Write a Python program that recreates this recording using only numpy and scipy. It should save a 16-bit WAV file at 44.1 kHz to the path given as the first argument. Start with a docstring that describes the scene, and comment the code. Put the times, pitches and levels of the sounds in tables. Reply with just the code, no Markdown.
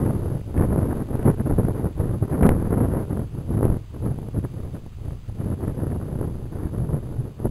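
"""Animals foraging at night

On a wooded slope, animals step through leaf litter near a small camera strapped to a tree.
The housing acts as a low-pass filter: scuffs arrive as thud, rush and flutter over a low rumble,
with muffled cracks and soft hoof thumps. Leaf bits tick and dry leaves crackle faintly.
The camera adds amplifier hiss, and its sample-and-hold mirrors the rustle into a sizzle near 11 kHz."""
import sys
import numpy as np
from scipy import signal
from scipy.fft import rfft, irfft
from scipy.io import wavfile
from scipy.ndimage import uniform_filter1d

SR = 44100
rng = np.random.default_rng(int(sys.argv[2]) if len(sys.argv) > 2 else 0)


def wav_out(sig):
    """Save sig, one row per channel (or a flat mono array), as 16-bit PCM at SR to the path in sys.argv[1]."""
    wavfile.write(sys.argv[1], SR, np.round(np.clip(np.atleast_2d(sig).T, -1, 1) * 32767).astype(np.int16))


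N = 330750
TIME = np.arange(N) / SR
FREQS = np.maximum(np.fft.rfftfreq(N, 1 / SR), 1)


def undb(db):
    """The decibel scale: amplitude grows tenfold every 20 dB."""
    return 10 ** (np.asarray(db) / 20)


def curve(rows):
    """Linear interpolation in time between rows of (t/s, value)."""
    return np.interp(TIME, *np.transpose(rows))


def colour(x, points):
    """Spectral shaping by points of (f/Hz, gain/dB), joined on a logarithmic frequency axis."""
    hz, db = np.transpose(points)
    return irfft(rfft(x) * undb(np.interp(np.log(FREQS), np.log(hz), db)), N)


def band(x, lo_hz, hi_hz):
    """Ideal band-pass filter: only the part between two frequencies remains."""
    return irfft(rfft(x) * ((FREQS > lo_hz) & (FREQS < hi_hz)), N)


def crossover(lo_hz, hi_hz):
    """Crossover gain, rising from 0 to 1 with the logarithm of frequency."""
    return np.clip(np.log(FREQS / lo_hz) / np.log(hi_hz / lo_hz), 0, 1)


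def wander(cutoff_hz):
    """Random modulation: band-limited Gaussian noise of unit variance."""
    spectrum = rfft(rng.standard_normal(N)) * np.exp(-(FREQS / cutoff_hz) ** 2)
    x = irfft(spectrum * FREQS / (FREQS + cutoff_hz / 10), N)
    return x / x.std()


# Steps and scuffs in the litter: t/s, duration/s, level/dB, lightness/dB (below 0: heavy and dull)
SCUFF_STEPS = [(-0.003, 0.12, -28, 0.5), (0.146, 0.22, -34, -0.5), (0.488, 0.009, -35, -1.0),
               (0.575, 0.066, -24.5, 1.5), (0.704, 0.19, -29, 0.5), (0.924, 0.087, -31.5, 1),
               (1.104, 0.17, -32.0, 1.0), (1.261, 0.043, -21.5, 0.0), (1.394, 0.01, -29, 0.0),
               (1.468, 0.057, -27.5, -0.5), (1.59, 0.012, -25, 0.5), (1.646, 0.039, -27.5, -0.5),
               (1.752, 0.12, -31.5, 1.5), (2.001, 0.018, -27.5, 0.0), (2.059, 0.084, -32.5, -0.5),
               (2.229, 0.0024, -27, -0.5), (2.296, 0.117, -29, 1.0), (2.428, 0.067, -20.5, 1),
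               (2.528, 0.194, -31, 1.0), (2.723, 0.14, -26.5, 0), (2.921, 0.1, -29.5, 1.5),
               (3.104, 0.11, -32.5, 0.0), (3.352, 0.059, -39.5, 0.5), (3.51, 0.21, -31.5, -1.5),
               (3.631, 0.05, -27, 0.5), (3.683, 0.073, -35, 0), (3.948, 0.022, -42, 2.0),
               (4.027, 0.077, -33.5, -1.0), (4.173, 0.1, -42, 0), (4.365, 0.01, -29.5, -1.5),
               (4.444, 0.0036, -32.5, -0.5), (4.534, 0.15, -43, 0.5), (4.747, 0.022, -37.5, 0.0),
               (4.838, 0.018, -51, 1), (5.028, 0.095, -44, -0.5), (5.301, 0.0025, -40, -3),
               (5.404, 0.13, -35.0, -0.5), (5.624, 0.078, -31.5, 0), (5.774, 0.081, -35.5, 1.5),
               (5.878, 0.084, -34.5, 0.0), (6.017, 0.16, -37.5, 0), (6.2, 0.079, -33, -0.5),
               (6.328, 0.14, -43, 0.5), (6.525, 0.08, -39.0, 2), (6.626, 0.041, -33.5, 2),
               (6.743, 0.1, -36, -0.5), (6.892, 0.074, -32.5, -0.5), (7.027, 0.25, -41, 0.5),
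               (7.397, 0.021, -36.5, 3.0), (7.45, 0.0088, -27.5, -2)]


def scuff_envelope(attack_s=0.021, release_s=0.026, usual_length_s=0.064, idle_db=-60.5):
    """Incoherent sources add in power: gives the scuffs' total level and power-weighted lightness."""
    t = TIME[::40]
    power, weighted_lightness = undb(idle_db) ** 2, 0
    for start, length, db, lightness in SCUFF_STEPS:
        # the leaves yield and settle exponentially, faster in a short scuff
        edge_scale = (abs(length) / usual_length_s) ** 0.2
        falloff = np.maximum(start - t, 0) / attack_s + np.maximum(t - start - length, 0) / release_s
        scuff_power = (undb(db) * np.exp(-falloff / edge_scale)) ** 2
        power += scuff_power
        weighted_lightness += scuff_power * lightness
    return np.interp(TIME, t, 10 * np.log10(power)), np.interp(TIME, t, weighted_lightness / power)


# Spectral shape of the muffled rustle: f/Hz, relative level/dB
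RUSTLE_SPECTRUM = [(10, -3), (25, -10), (55, -3), (90, 1), (125, 5.5), (160, -4), (230, -8.5), (400, -12.5),
                   (700, -24.5), (1000, -27.5), (1450, -34), (1950, -41), (2200, -47), (4000, -69.5)]


def churn(stir, flutter_db, lo_hz, hi_hz):
    """Amplitude modulation bunches the energy; dividing by the band's running RMS steadies its level."""
    x = colour(stir * undb(flutter_db), RUSTLE_SPECTRUM)
    power = band(x, lo_hz, hi_hz) ** 2
    power = uniform_filter1d(uniform_filter1d(power, size=2200), size=1500)
    return band(x, lo_hz / 2, hi_hz * 3) / np.sqrt(power + 0.097 * power.mean())


# Envelope of the deep rumble: t/s, base level/dB
RUMBLE_LEVEL = [(0.0, -38), (0.46, -38.5), (0.6, -26), (0.65, -33.5), (1.48, -37.5), (1.54, -25),
                (1.86, -46), (1.98, -34.5), (2.42, -36), (2.44, -25), (2.55, -33.5), (3.53, -38.5),
                (3.7, -22.5), (3.76, -40.5), (7.23, -37), (7.35, -45), (7.48, -26), (7.5, -32)]


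def rustle(effort_db, lightness, kicks_per_s=700, usual_db=-30):
    """Shot noise plus Gaussian noise drives four bands; the higher the band, the briefer its packets."""
    kicks = rng.standard_normal(N) * (rng.random(N) < kicks_per_s / SR)
    stir = kicks / kicks.std() + 0.86 * rng.standard_normal(N)
    packets, grain = wander(70), wander(220)
    push_db = effort_db - usual_db + 1.57 * wander(24.4)  # the leaves give way in clumps
    # the bass follows the push only in part, and light scuffs have less thud
    rumble = churn(stir, 1.6 * wander(28), 17, 60)
    rumble *= undb(curve(RUMBLE_LEVEL) + 1.5 + 0.11 * push_db + 2.7 * wander(6.1))
    thud = churn(stir, 2.4 * packets, 76, 180)
    thud *= undb(-24.5 + 0.61 * push_db - 1.96 * lightness + 1.84 * wander(14))
    rush = churn(stir, 1.85 * packets + grain, 284.5, 820)
    rush *= undb(-31 + 0.98 * push_db)
    flutter = churn(stir, 2.73 * packets + 2 * grain + 0.99 * wander(61), 815, 3000)
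    flutter *= undb(-45 + 1.065 * push_db + 0.76 * lightness)
    low, middle, high = crossover(24, 104), crossover(100, 307), crossover(570, 1080)
    scuffs = rfft(thud) * (1 - middle) + rfft(rush) * middle * (1 - high) + rfft(flutter) * high
    return irfft(rfft(rumble) * (1 - low) + scuffs * low, N)


# The loudest cracks underfoot: t/s, level/dB before muffling, half width/s
LOUD_CRACKS = [(0.029, -8, .0012), (0.55, -11, .0005), (0.633, -9, 0.00085), (0.726, -14, 0.00022),
               (0.761, -1, 0.00043), (0.93, -5.5, 0.00042), (1.155, -6, 0.00036), (1.26, -3.5, 0.00091),
               (1.28, -10, 0.00024), (1.472, -8, 0.00061), (1.512, 0.5, 0.0006), (1.586, 2.5, 0.00062),
               (1.648, -9, .0008), (1.686, -2.5, 0.00061), (1.846, -3, 0.00076), (2.001, -1.5, 0.0006),
               (2.057, -6, 0.00072), (2.226, -4, 0.00063), (2.426, 7.5, 0.00079), (2.435, 0, .00055),
               (2.468, -0.5, 0.00028), (2.492, 4, 0.00028), (2.849, 1, 0.00071), (2.887, -4, 0.00086),
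               (2.938, -7, .0005), (3.507, -3, 0.00086), (3.61, -2.5, .00047), (3.63, -1, 0.00031),
               (3.654, 3.5, 0.00048), (4.067, -9, 0.00057), (4.188, -11.5, 0.00048), (4.287, -13, 0.00046),
               (4.388, 0.5, 0.0012), (4.451, -13, 0.00021), (4.767, -22, 0.00021), (4.864, -20.5, .00047),
               (5.297, -17, 0.00058), (5.46, -6, 0.0009), (5.835, -2, 0.00087), (6.002, -21, .00036),
               (6.214, -9, 0.00045), (6.657, -2.5, 0.0014), (6.945, -7, .0005), (7.456, 0, 0.00051)]


def cracks(effort_db, lesser_per_s=7, lesser_width_s=0.00041):
    """Each crack is a muffled pressure pulse; bandwidth varies inversely with width: narrow is bright."""
    pulses = list(LOUD_CRACKS)
    # lesser cracks fall at random and follow the level of the scuffs
    for when, size, shape in rng.random((int(lesser_per_s * N / SR), 3)):
        db = effort_db[int(when * N)] + 15.5 + (2 * size - 1)
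        pulses.append((when * N / SR, db, lesser_width_s * 2 ** (shape - 0.5)))
    out = np.zeros(N)
    for (centre, db, width), turn in zip(pulses, rng.random(len(pulses))):
        near = abs(TIME - centre) < 0.1
        lorentzian = 1 / (1 - 1j * (TIME[near] - centre) / max(width, 1 / SR))
        # the phase sets the shape, between a single peak and a two-sided swing
        out[near] += undb(db) * np.real(np.exp(2j * np.pi * turn) * lorentzian)
    muffling = [(20, -29), (80, -10.5), (200, -7.5), (450, -5.5), (1900, -6.5), (2400, -28), (5000, -22)]
    return colour(out, muffling)


# Ticks and crunches, as of leaf bits on the housing: t/s, level/dB before shaping, decay/s, cutoff f/Hz
LEAF_TICKS = [(.410, -45, 0.0017, 5400), (0.576, -35.5, 0.0026, 2980), (0.927, -30.5, 0.0044, 1090),
              (1.228, -39, .001, 4500), (2.43, -27.5, 0.0077, 2080), (2.467, -27, 0.00075, 4500),
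              (2.491, -21, 0.00085, 4480), (2.845, -42, 0.0015, 2200), (3.651, -38, 0.0012, 4000),
              (3.959, -47, 0.003, 1290), (4.058, -37, 0.0023, 1200), (4.395, -45, .001, 4000),
              (5.107, -44, .002, 1490), (5.919, -43, 0.0016, 1990), (6.013, -36, 0.002, 1290)]


def ticks():
    """Damped transients: low-passed noise bursts that decay exponentially within milliseconds."""
    out = np.zeros(N)
    for start, db, decay, cutoff_hz in LEAF_TICKS:
        snap = rng.standard_normal(N) * (TIME >= start) * np.exp(-abs(TIME - start) / decay)
        snap = signal.sosfilt(signal.butter(4, cutoff_hz, fs=SR, output="sos"), snap + 1e-18)
        out += undb(db) * snap / abs(snap).max()
    return colour(out, [(200, -1), (900, 3), (2000, 8), (3200, 0.5), (5000, -8.5)])


# Envelope of the leaf litter's fine crackle: t/s, level/dB
CRACKLE_LEVEL = [(.45, -75), (.9, -60.5), (2.75, -65), (3.9, -66), (5.65, -63.5), (7.5, -91)]


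def leaf_crackle(clicks_per_s=1500):
    """A Poisson process: dry leaves crack in tiny independent clicks of random size."""
    clicks = rng.standard_normal(N) * (rng.random(N) < clicks_per_s / SR)
    clicks *= undb(1.6 * wander(20))
    crackle = colour(clicks, [(400, -16), (1200, 5), (2600, 1), (3800, -1.5), (5200, -8)])
    return crackle / crackle.std() * undb(curve(CRACKLE_LEVEL))


# Hooves landing on soft ground: t/s, peak level/dB
HOOF_FALLS = [(0.828, -15), (1.284, -17), (1.6, -12), (2.226, -14), (2.43, -14.5), (3.645, -15),
              (4.111, -21), (5.831, -16.5), (6.945, -15.5), (7.197, -18)]


def hoof_thumps(pitch_hz=102, pitch_spread=0.25, half_length_s=0.0096):
    """A soft impact excites only low frequencies: a couple of cycles under a Gaussian envelope."""
    out = np.zeros(N)
    for (centre, db), (detune, turn) in zip(HOOF_FALLS, rng.random((len(HOOF_FALLS), 2))):
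        near = abs(TIME - centre) < 0.1
        t = TIME[near] - centre
        hz = pitch_hz * (1 + pitch_spread * (2 * detune - 1))
        envelope = undb(db) * np.exp(-(t / half_length_s) ** 2)
        out[near] += envelope * np.cos(2 * np.pi * (hz * t + turn))
    return out


def scene():
    """Superposition: the pressures of all sources add at the microphone."""
    effort_db, lightness = scuff_envelope()
    litter = rustle(effort_db, lightness) + leaf_crackle() + ticks()
    return (litter + cracks(effort_db) + hoof_thumps())[None]


# Spectral shape of the amplifier's hiss: f/Hz, relative level/dB
HISS_SPECTRUM = [(100, 11.5), (500, 4.5), (1200, 4.5), (1600, -4.5), (2900, 0), (3400, -2.5), (3800, -1.5),
                 (4050, -7), (4400, -3), (4700, -1.5), (5100, -4.5), (5500, -12.5)]
# Envelope of the hiss, sinking slightly: t/s, level/dB
HISS_LEVEL = [(0, -55.5), (1, -58.5), (6.5, -58.5), (7.5, -59)]


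def amplifier_hiss(nyquist_hz):
    """The amplifier's noise floor: coloured Gaussian noise, its level set below the Nyquist limit."""
    hiss = colour(rng.standard_normal(N), HISS_SPECTRUM)
    return undb(curve(HISS_LEVEL)) * hiss / band(hiss, 0, nyquist_hz).std()


def record(dry, hold_samples=4, cutoff_hz=15600):
    """Zero-order hold: the converter's stair steps mirror the spectrum about its sampling rate."""
    nyquist_hz = SR / hold_samples / 2
    x = dry[0] + amplifier_hiss(nyquist_hz)
    x = 0.93 * np.tanh(x / 0.83)  # soft saturation
    x *= np.clip(np.minimum(TIME, TIME[::-1]) / 0.003, 0, 1)  # 3 ms fades
    x = band(x, 0, nyquist_hz)
    x = np.repeat(x[::hold_samples], hold_samples)[:N]
    x = colour(x, [(8000, 0.14), (10500, 0), (12500, 0), (15000, 0.5)])
    low_pass = signal.ellip(10, 0.1, 80, cutoff_hz, fs=SR, output="sos")
    return signal.sosfilt(low_pass, x)[None]


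dry = scene()
out = record(dry)
wav_out(out)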